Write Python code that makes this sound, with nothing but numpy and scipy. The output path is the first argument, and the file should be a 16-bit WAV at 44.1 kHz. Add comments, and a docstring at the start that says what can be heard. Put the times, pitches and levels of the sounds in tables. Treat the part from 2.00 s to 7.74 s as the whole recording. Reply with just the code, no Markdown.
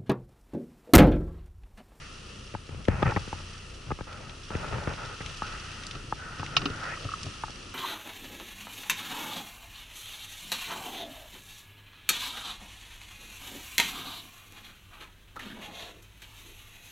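"""Idling car on a stormy shore

Heard from the driver's seat. Gusts drive spray against the glass as filtered noise and tiny impacts;
single drops tick on it as short noise bursts, over an idle of low harmonics and a booming cabin.
Fingers knock and rub on the hand-held camera, whose ringing case lies right beside the microphones.
Near the end the wipers sweep once out and back: stick-slip swishes, and struck modes that clack at the turn."""
import sys
import numpy as np
from scipy import signal
from scipy.fft import rfft, irfft
from scipy.io import wavfile
from scipy.ndimage import uniform_filter1d

SR = 44100
rng = np.random.default_rng(int(sys.argv[2]) if len(sys.argv) > 2 else 0)


def wav_out(sig):
    """Save sig, one row per channel (or a flat mono array), as 16-bit PCM at SR to the path in sys.argv[1]."""
    wavfile.write(sys.argv[1], SR, np.round(np.clip(np.atleast_2d(sig).T, -1, 1) * 32767).astype(np.int16))


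N = 253134
T = np.arange(N) / SR  # time through the scene [s]
AGE = T[:SR // 4]  # time since a single blow [s]


def undb(db):
    """Decibels to gain."""
    return 10 ** (np.asarray(db) / 20)


def curves(table):
    """Each column of a timed table, interpolated at every sample."""
    s, *columns = np.transpose(table)
    return [np.interp(T, s, column) for column in columns]


def unit(x):
    """Scale to rms 1."""
    return x / np.sqrt(np.mean(x ** 2))


def colour(x, points):
    """Filter by a (frequency [Hz], level [dB]) outline; the result has rms 1."""
    hz, db = np.transpose(points)
    bins = np.maximum(np.fft.rfftfreq(N, 1 / SR), 1)
    outline_db = np.interp(np.log(bins), np.log(hz), db)
    return unit(irfft(rfft(x) * undb(outline_db), N))


def band(x, lo_hz, hi_hz):
    """Causal band-pass."""
    return signal.sosfilt(signal.butter(2, [lo_hz, hi_hz], "band", fs=SR, output="sos"), x)


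def walk(rate):
    """Smoothed random wander of rms 1; rate is in new values per second."""
    k = int(SR / rate)
    steps = np.repeat(rng.standard_normal(N // k + 2), k)
    smooth = uniform_filter1d(uniform_filter1d(steps, k), k)
    return unit(smooth[:N])


def grains(rate, spread_db):
    """Two unrelated streams of tiny impacts, rate per second, a few much larger than the rest."""
    sizes = undb(spread_db * np.minimum(rng.exponential(size=(2, N)), 5))
    landed = rng.random((2, N)) < rate / SR
    return unit(landed * sizes * rng.choice([-1, 1], (2, N)))


def stereo(pair, side_db, left_db):
    """Mid and side to left and right microphones, balanced for power; left_db tilts to the left."""
    mid, side = pair[0], undb(side_db) * pair[1]
    both = np.array([mid + side, mid - side]) / np.sqrt(1 + undb(side_db) ** 2)
    return both * undb(np.array([[left_db], [-left_db]]) / 2)


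def ring(modes, scatter):
    """Struck modes, neighbours in opposite sign, as mid and side; every blow is detuned a little."""
    hz, db, t60 = np.transpose(modes)[:, :, None]
    detune, lead = rng.standard_normal((2, len(modes), 1))
    sign = (-1) ** np.arange(len(modes))[:, None]
    fade = sign * undb(db - 60 * AGE / t60)
    z = fade * np.exp(2j * np.pi * hz * (1 + scatter * detune) * AGE)
    # each mode leans towards one microphone just after the onset
    side = np.sign(lead) * (1 - np.exp(-AGE * hz)) * z.real
    return np.array([z.imag.sum(0), side.sum(0)])


def add(out, s, sound, db):
    """Mix in a short sound; db is its level over 20 ms."""
    start = int(s * SR)
    sound = sound * undb(db) * np.sqrt(2 * .02 * SR / np.sum(sound ** 2))
    out[:, start:start + len(AGE)] += sound[:, :N - start]


# wind on the glass: (time [s], relative level [dB])
GUST = [(0.0, -55), (0.29, -55), (0.64, -58), (0.88, -58), (1.16, -51), (1.37, -52), (1.89, -57),
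        (2.18, -57), (2.34, -56), (2.63, -51), (2.91, -53), (3.12, -52), (3.28, -50), (3.74, -50),
        (3.98, -54), (4.16, -54), (5.08, -50), (5.34, -50), (5.54, -53), (5.72, -53)]
# spray heard through the glass: (frequency [Hz], level [dB])
SPRAY = [(400, -14), (700, -4), (1050, 0.5), (1300, 11), (1550, 0.5), (1800, 4), (2200, -3), (2700, 8.5),
         (3700, -1), (4600, 0), (5400, -2), (5900, -0.5), (7000, -11), (11000, -38)]
# wind booming in the cabin: (frequency [Hz], level [dB])
BOOM = [(15, -9), (40, 3.5), (100, -3.5), (170, -3), (300, -6.5), (480, -9.5), (650, -16.5), (1200, -34)]


def storm():
    """Fine spray hisses and crackles with the gusts; the cabin booms underneath, almost steadily."""
    gust_db, = curves(GUST)
    force_db = gust_db - gust_db.mean()
    drizzle = unit(rng.standard_normal((2, N)) + 0.46 * grains(rate=1500, spread_db=2.0))
    hiss = stereo(colour(drizzle, SPRAY), side_db=-5.5, left_db=0.8)
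    hiss = hiss * undb(gust_db + 6.0 + .5 * walk(14))
    mist = unit(band(grains(rate=4000, spread_db=1.5), 5650, 9850))
    mist = stereo(mist, side_db=-3, left_db=-0.5) * undb(-61 + 0.925 * force_db)
    low = colour(rng.standard_normal((2, N)), BOOM)
    low[1] = band(low[1], 354, 2200)  # the deep bass is nearly the same at both microphones
    boom = stereo(low, side_db=-3, left_db=2.0) * undb(-49 + 0.087 * force_db + 0.75 * walk(6.5))
    return hiss + mist + boom


# small drops on the glass and roof: (frequency [Hz], level [dB])
PATTER = [(1200, -22.5), (2000, -1), (2800, 5.5), (3700, 5.5), (6000, 5.5), (7500, -5.5), (11000, -16)]


def patter():
    """Small drops land at random as brief noise splashes, louder in the gusts."""
    gust_db, = curves(GUST)
    splash = rng.standard_normal((2, len(AGE))) * np.exp(-AGE / 0.0042)
    landings = grains(rate=70, spread_db=2)[0]
    ticks = colour(signal.fftconvolve(landings[None], splash, axes=1)[:, :N], PATTER)
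    return stereo(ticks, side_db=-20.5, left_db=-7.0) * undb(gust_db - 4.5)


# idling engine: (multiple of the firing rate, mean level [dB])
ENGINE = [(1, -52), (2, -56), (3, -53), (4, -60.5), (5, -62), (7, -66), (12, -71), (14, -76)]
FIRING_HZ = 29.9


def engine():
    """The idle is a few harmonics of the firing rate, wandering slightly in pitch and level."""
    turns = np.cumsum(FIRING_HZ * (1 + 0.0059 * walk(4))) / SR
    hum = 0
    for k, db in ENGINE:
        line = np.sin(2 * np.pi * (k * turns + rng.random()))
        hum = hum + undb(db + 2.2 * walk(9.5)) * line
    return np.sqrt(2) * hum * undb(np.array([[.5], [-.5]]))


STROKE_RELEASE_S, STROKE_SAG_DB = 0.019, 2  # shape of every sliding contact


def stroke(start, length, attack_s):
    """A sliding contact takes hold, eases a little and dies away once it lets go."""
    age = T - start
    attack = np.clip(age / attack_s, 0, 1)
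    release = np.exp(-np.maximum(age - length, 0) / STROKE_RELEASE_S)
    return attack * undb(-STROKE_SAG_DB * np.clip(age / length, 0, 1)) * release


# housing resonances that colour finger scrapes, used for the wiper swish too:
# (frequency [Hz], width [Hz], level [dB])
HOUSING = [(858, 106, -5.5), (1338, 191.3, 3.5), (1507, 174, -3), (1850, 276, -0.5), (2190, 290, -6),
           (2526, 150, -3)]


def friction(slip_hz):
    """Dense stick-slip clicks ring the resonances, most of all near the slipping pitch; rms near 1."""
    out, power = 0, 0
    for hz, width, db in HOUSING:
        gain = undb(db - 13.2 * np.abs(np.log2(hz / slip_hz)))
        clicks = grains(rate=2300, spread_db=2)
        out = out + gain * unit(band(clicks, hz - width / 2, hz + width / 2))
        power = power + gain ** 2
    return out / np.sqrt(power)


# finger strokes on the camera, beside the microphones:
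# (start [s], length [s], relative level [dB], pressure [0-1], favoured pitch [Hz])
RUBS = [(0, 0.063, -51, 0, 1860), (0.701, 0.11, -60.5, 1, 1470), (0.875, 0.18, -43, 0.79, 1700),
        (1.052, 0.05, -33, 0.71, 1660), (1.13, 0.093, -53, 0.89, 1510), (1.334, 0.084, -60.5, 0.91, 1400),
        (1.861, .045, -58.5, 0.95, 1400), (2.065, 0.1, -46, 0.44, 1300), (2.165, 0.17, -52.5, 0.7, 1270),
        (2.51, 0.43, -42.5, .66, 1350), (2.722, 0.037, -42, 0.89, 1430), (2.869, 0.034, -39.5, 0.61, 1400),
        (2.969, .17, -43.5, 0.47, 1336), (3.206, 0.11, -57, 0.86, 1340), (3.424, 0.1455, -40.5, 0.14, 1360),
        (3.58, 0.42, -49, 0.12, 1510)]
# rasp of a hard-pressing finger: (frequency [Hz], level [dB])
RASP = [(100, -5), (250, -6.5), (380, -1.5), (560, 2), (720, -4), (850, 0.5), (1050, -4), (1700, -14),
        (2100, -13), (2600, -9), (3400, -26), (7000, -45)]
SKIN_ATTACK_S = 0.0066  # time to take hold
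RASP_DB, RASP_PRESS_DB = -11.5, 19.5  # relative to the contact at zero pressure; gain at full pressure
RUMBLE_DB, RUMBLE_PRESS_DB = -10, 30.5  # the same for the rumble of the grip
GRAB_RATE, GRAB_DB = 60, 1.2  # skin grabs and lets go: random steps per s, spread of the rasp level


def rubbing():
    """Skin scrapes on the case; the harder it presses, the more it rasps and the grip rumbles."""
    scraping, rasping, rumbling, slip_hz = 0, 0, 0, RUBS[0][4]
    for start, length, db, pressure, hz in RUBS:
        contact = stroke(start, length, SKIN_ATTACK_S) * undb(db)
        scraping = np.hypot(scraping, contact)
        rasping = np.hypot(rasping, contact * undb(RASP_DB + RASP_PRESS_DB * pressure))
        rumbling = np.hypot(rumbling, contact * undb(RUMBLE_DB + RUMBLE_PRESS_DB * pressure ** 2))
        slip_hz = np.where(T >= start, hz, slip_hz)
    grab_db = GRAB_DB * walk(GRAB_RATE)
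    scrape = friction(slip_hz) * scraping * undb(0.07 + .5 * grab_db)
    catches = grains(rate=110, spread_db=2)  # sparse, so each one stands out
    rasp = colour(grains(rate=2800, spread_db=2.0) + .5 * catches, RASP) * rasping * undb(grab_db)
    rumble = unit(band(grains(rate=700, spread_db=1.5), 64, 151)) * rumbling * undb(walk(35))
    out = stereo(scrape, side_db=-9.0, left_db=-1.0)
    out = out + stereo(rasp, side_db=-4.5, left_db=2.0)
    return out + stereo(rumble, side_db=-16.0, left_db=2.5)


def scuff(sound, ms):
    """A fingertip lands in a quick run of tiny slips; a longer run gives a more ragged attack."""
    length = ms / 1000 * SR
    age = np.arange(int(8 * length)) / length
    slips = 0.21 * rng.standard_normal(len(age)) * age * np.exp(-age)
    slips[0] = 1
    return signal.fftconvolve(sound, slips[None], axes=1)[:, :len(AGE)]


# fingers knocking on the camera, beside the microphones:
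# (time [s], relative level [dB], softness [0 = nail to 1 = pad], scuff time scale [ms])
KNOCKS = [(0.54, -39.5, 1, 1.2), (0.549, -33.5, 0.47, 0.64), (0.691, -43.5, 1, 2), (0.745, -47.5, 1, 2.8),
          (0.883, -19, .95, .4), (1.022, -30.5, 0.54, 1.3), (1.027, -20.5, 0.61, 1.6),
          (1.12, -32.5, 0.33, 1.5), (1.162, -25, 0.62, 3.5), (1.172, -31, 0.733, 1.25),
          (1.276, -40.5, 0.91, .5), (1.328, -33, 0.42, 0.32), (1.401, -49, 0.55, 3.2),
          (1.905, -34.5, 0.59, 0.39), (1.913, -33.5, 0.17, 1.1), (1.918, -31, 0.89, .5),
          (1.988, -43, 0.52, 3.4), (2.008, -35.5, 0.68, 0.71), (2.504, -37.5, 0.67, 1.5),
          (2.551, -30, 0.976, 1.2), (2.679, -44.5, 0.73, 4), (2.782, -37.5, 0.7, 1.7),
          (2.873, -30, 0.775, 1.33), (3.205, -40.5, .7, 5.3), (3.42, -31, .3, 0.88),
          (4.124, -29, 0.28, 0.3), (4.43, -36, 0.28, .5), (5.436, -32.5, 0.2, 1.8), (5.481, -46, .1, 0.65),
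          (5.496, -45.5, .7, 1.6)]
# modes of the camera case: (frequency [Hz], level [dB], t60 [s])
CASE = [(848, 8, 0.022), (1263, 4.5, 0.023), (1650, -5.5, 0.022)]
# modes of its dull thud in the hand: (frequency [Hz], level [dB], t60 [s])
THUD = [(47.7, -13, 0.31), (92, -4, 0.087), (168, 0, 0.035), (292, 2.5, 0.017), (543, 1.5, 0.015)]
SOFTNESS_DB = 17  # a pad rings the case this much less, a nail shoves it this much less
CRACK_DB, CRACK_DB_PER_MS = -14.5, 2.4  # added to the shove's level; a longer scuff cracks more


def knocks():
    """A nail rings the case; a finger pad shoves the whole camera, which cracks in proportion."""
    out = np.zeros((2, N))
    for s, db, softness, scuff_ms in KNOCKS:
        ring_db = db - SOFTNESS_DB * softness ** 2
        thud_db = db - SOFTNESS_DB * (1 - softness) ** 2
        case = band(scuff(ring(CASE, scatter=0.012), scuff_ms), 730, 2310)
        add(out, s, stereo(case, side_db=-8.0, left_db=.5), ring_db + 0.8)
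        thud = band(ring(THUD, scatter=0.1), 44, 860)
        add(out, s, stereo(thud, side_db=-5.0, left_db=3.0), thud_db + 1.57)
        burst = rng.standard_normal((2, len(AGE))) * np.exp(-AGE / 0.0024)
        crack = band(scuff(burst, scuff_ms), 1240, 2320)
        crack_db = thud_db + CRACK_DB + CRACK_DB_PER_MS * scuff_ms
        add(out, s, stereo(crack, side_db=-4.5, left_db=2.0), crack_db)
    return out


# the larger drops on the glass: (time [s], relative level [dB], pitch [Hz])
DROPS = [(0.852, -38, 2550), (2.1285, -40.5, 2970), (2.295, -39, 2730), (2.936, -37, 2950),
         (3.051, -40, 3080), (3.2613, -32.5, 3010), (3.8358, -36.5, 3100), (3.8667, -33.5, 5250),
         (3.911, -32.5, 3280), (4.463, -33.5, 2780), (5.2313, -32.5, 4530)]


def drops():
    """Each larger drop is a short bright splat of noise with a faint fizz near 5 kHz."""
    out = np.zeros((2, N))
    for s, db, hz in DROPS:
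        burst = rng.standard_normal((2, len(AGE))) * np.exp(-AGE / .004)
        splat = band(burst, 0.716 * hz, 1.373 * hz) + undb(-9.5) * band(burst, 4340, 5730)
        add(out, s, stereo(splat, side_db=-8, left_db=2.0), db - 9.5)
    return out


def swell(s, spread_s):
    """A smooth bell-shaped rise and fall around one moment."""
    return np.exp(-.5 * ((T - s) / spread_s) ** 2)


# the wiper motor strains as it starts, reverses and parks:
# (time [s], spread of the swell [s], relative level [dB])
STRAINS = [(3.956, 0.025, -44), (4.627, 0.084, -38), (5.275, 0.026, -42)]
MOTOR_DB = -48.5  # running freely, on the same relative scale


def motor():
    """The wiper motor and linkage grumble from start to park, loudest where the arms change speed."""
    on = (T > STRAINS[0][0]) & (T < STRAINS[-1][0])
    running = uniform_filter1d(1. * on, SR // 20)
    load = running * undb(MOTOR_DB) + sum(swell(s, spread_s) * undb(db) for s, spread_s, db in STRAINS)
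    outline = [(50, -3), (100, 2.0), (145, 9), (210, -8), (290, -2.0), (550, -11.0), (1000, -63)]
    grumble = colour(grains(rate=720, spread_db=1.5), outline)
    return stereo(grumble, side_db=-15, left_db=1.5) * load * undb(-1.3)


def cabin(sound, wet_db, t60):
    """The dashboard and side windows throw back a short dense tail."""
    tail = rng.standard_normal((2, len(AGE))) * undb(-60 * AGE / t60)
    tail *= AGE > .002  # first return after 2 ms
    tail /= np.sqrt(np.sum(tail ** 2, axis=1, keepdims=True))
    return sound + undb(wet_db) * signal.fftconvolve(sound, tail, axes=1)[:, :len(AGE)]


# wiper arms starting, turning and parking, relative levels:
# (time [s], clack [dB], knock [dB], thump [dB], panel ring [dB])
WIPER_HITS = [(3.951, -47.5, -45.5, -44, -55), (4.395, -47, -40.5, -32, -44.5),
              (4.566, -20.5, -26, -41, -56), (4.617, -42, -39, -54, -45), (4.656, -32, -32.5, -34, -30),
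              (4.7, -48, -55.5, -30.5, -42), (5.05, -67, -48, -29, -44.5), (5.263, -63.5, -49, -34.5, -45)]
# modes of the arm: (frequency [Hz], level [dB], t60 [s])
ARM = [(2250, -0.5, 0.047), (2530, 12, 0.0254), (2806, 12, 0.04), (3010, 14, 0.015), (3760, 9.5, 0.0172),
       (3860, 2, 0.021), (4250, -1, 0.027), (4850, -9, 0.062), (5180, -2.5, 0.022), (5710, -12, .03),
       (6080, -7, 0.036), (7600, -19, .012)]
# modes of the blade on the glass: (frequency [Hz], level [dB], t60 [s])
BLADE = [(732, 3.5, 0.016), (1110, 3.5, 0.0358), (1294, 8, 0.031), (1841, -4.5, 0.0454)]
# modes of the scuttle panel: (frequency [Hz], level [dB], t60 [s])
PANEL = [(99.4, -0.5, 0.12), (154, -5.5, 0.099), (535, -1.5, 0.023)]
# further ring of the same panel: (frequency [Hz], level [dB], t60 [s])
PANEL_RING = [(280.8, 6, 0.12), (399, -1, 0.13)]


def arms():
    """The wiper arms clack, slap the blade on the glass and thump the panel below."""
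    out = np.zeros((2, N))
    for s, clack_db, knock_db, thump_db, ring_db in WIPER_HITS:
        clack = stereo(band(ring(ARM, scatter=0.0019), 2620, 8200), side_db=-4.5, left_db=-0.5)
        add(out, s, cabin(clack, wet_db=-4, t60=0.05), clack_db - 0.5)
        # the bare contact snaps along with the modes
        burst = rng.standard_normal((2, len(AGE))) * np.exp(-AGE / 0.0068)
        snap = band(band(burst, 4000, 5170), 2200, 8300)
        add(out, s, stereo(snap, side_db=-14, left_db=-6), clack_db - 8)
        # the blade slaps 2.1 ms later
        slap = band(ring(BLADE, scatter=0.016), 438, 2100)
        add(out, s + 0.0021, stereo(slap, side_db=-8.5, left_db=-1), knock_db - .3)
        thump = band(ring(PANEL, scatter=0.094), 57, 560)
        add(out, s, stereo(thump, side_db=-14.5, left_db=2.0), thump_db - 2.5)
        panel_ring = ring(PANEL_RING, scatter=0.0097)
        add(out, s, stereo(panel_ring, side_db=-9, left_db=1.5), ring_db)
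    return out


# the rubber grips the glass:
# (start [s], length [s], relative level [dB], first pitch [Hz], last pitch [Hz])
SWISHES = [(4.167, .36, -42, 1500, 1423), (4.51, 0.32, -39, 1414, 1617), (4.811, .125, -32.5, 1425, 2000)]
# the blade skips as it slows: (time [s], level [dB])
SKIPS = [(4.972, -42.5), (5.088, -38.5), (5.116, -40), (5.136, -32.5)]
RUBBER_ATTACK_S = 0.027  # time to take hold
SWISH_CURVE = 3.2  # exponent: the pitch moves late in each swish
HUM_S, HUM_SPREAD_S, HUM_DB = 4.956, 0.12, -50  # blades humming on the drier glass of the return stroke
SQUEAL_DB, SQUEAL_JITTER = -10.5, .04  # mean level relative to the grip; relative pitch wander


def blades():
    """Rubber swishes, squeals and judders over wet glass, then hums and skips on the way back."""
    grip, slip_hz = 0, SWISHES[0][3]
    for start, length, db, first_hz, last_hz in SWISHES:
        grip = np.hypot(grip, stroke(start, length, RUBBER_ATTACK_S) * undb(db))
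        glide = np.clip((T - start) / length, 0, 1) ** SWISH_CURVE
        slip_hz = np.where(T >= start, first_hz + (last_hz - first_hz) * glide, slip_hz)
    swish = friction(slip_hz) * grip * undb(-3.0)
    squeal_hz = slip_hz * (1 + SQUEAL_JITTER * walk(500))
    squeal = np.sqrt(2) * np.sin(2 * np.pi * np.cumsum(squeal_hz) / SR)
    squeal = squeal * grip * undb(SQUEAL_DB + 1.8 * walk(98))
    outline = [(150, -10.5), (350, -5), (600, 1.5), (1000, 3.5), (2000, -42)]
    judder = colour(grains(rate=1500, spread_db=1.5), outline) * grip * undb(-11.5)
    hum = unit(band(rng.standard_normal((2, N)), 464, 650)) * swell(HUM_S, HUM_SPREAD_S) * undb(HUM_DB)
    out = stereo(swish + judder + hum, side_db=-6.5, left_db=0.5) + squeal
    for s, db in SKIPS:
        skip = band(ring(BLADE, scatter=0.016), 1127, 1500)
        add(out, s, stereo(skip, side_db=-9.5, left_db=-1.0), db)
    return out


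def wipers():
    """One sweep out and back."""
    return motor() + arms() + blades()


def scene():
    """Weather, idle, handling and wipers, as heard from the driver's seat."""
    return storm() + patter() + engine() + rubbing() + knocks() + drops() + wipers()


TOP_HZ = 11200


def record(dry):
    """The camera cuts the treble steeply above TOP_HZ."""
    return signal.sosfilt(signal.ellip(12, .1, 80, TOP_HZ, fs=SR, output="sos"), dry)


dry = scene()
out = record(dry)
wav_out(out)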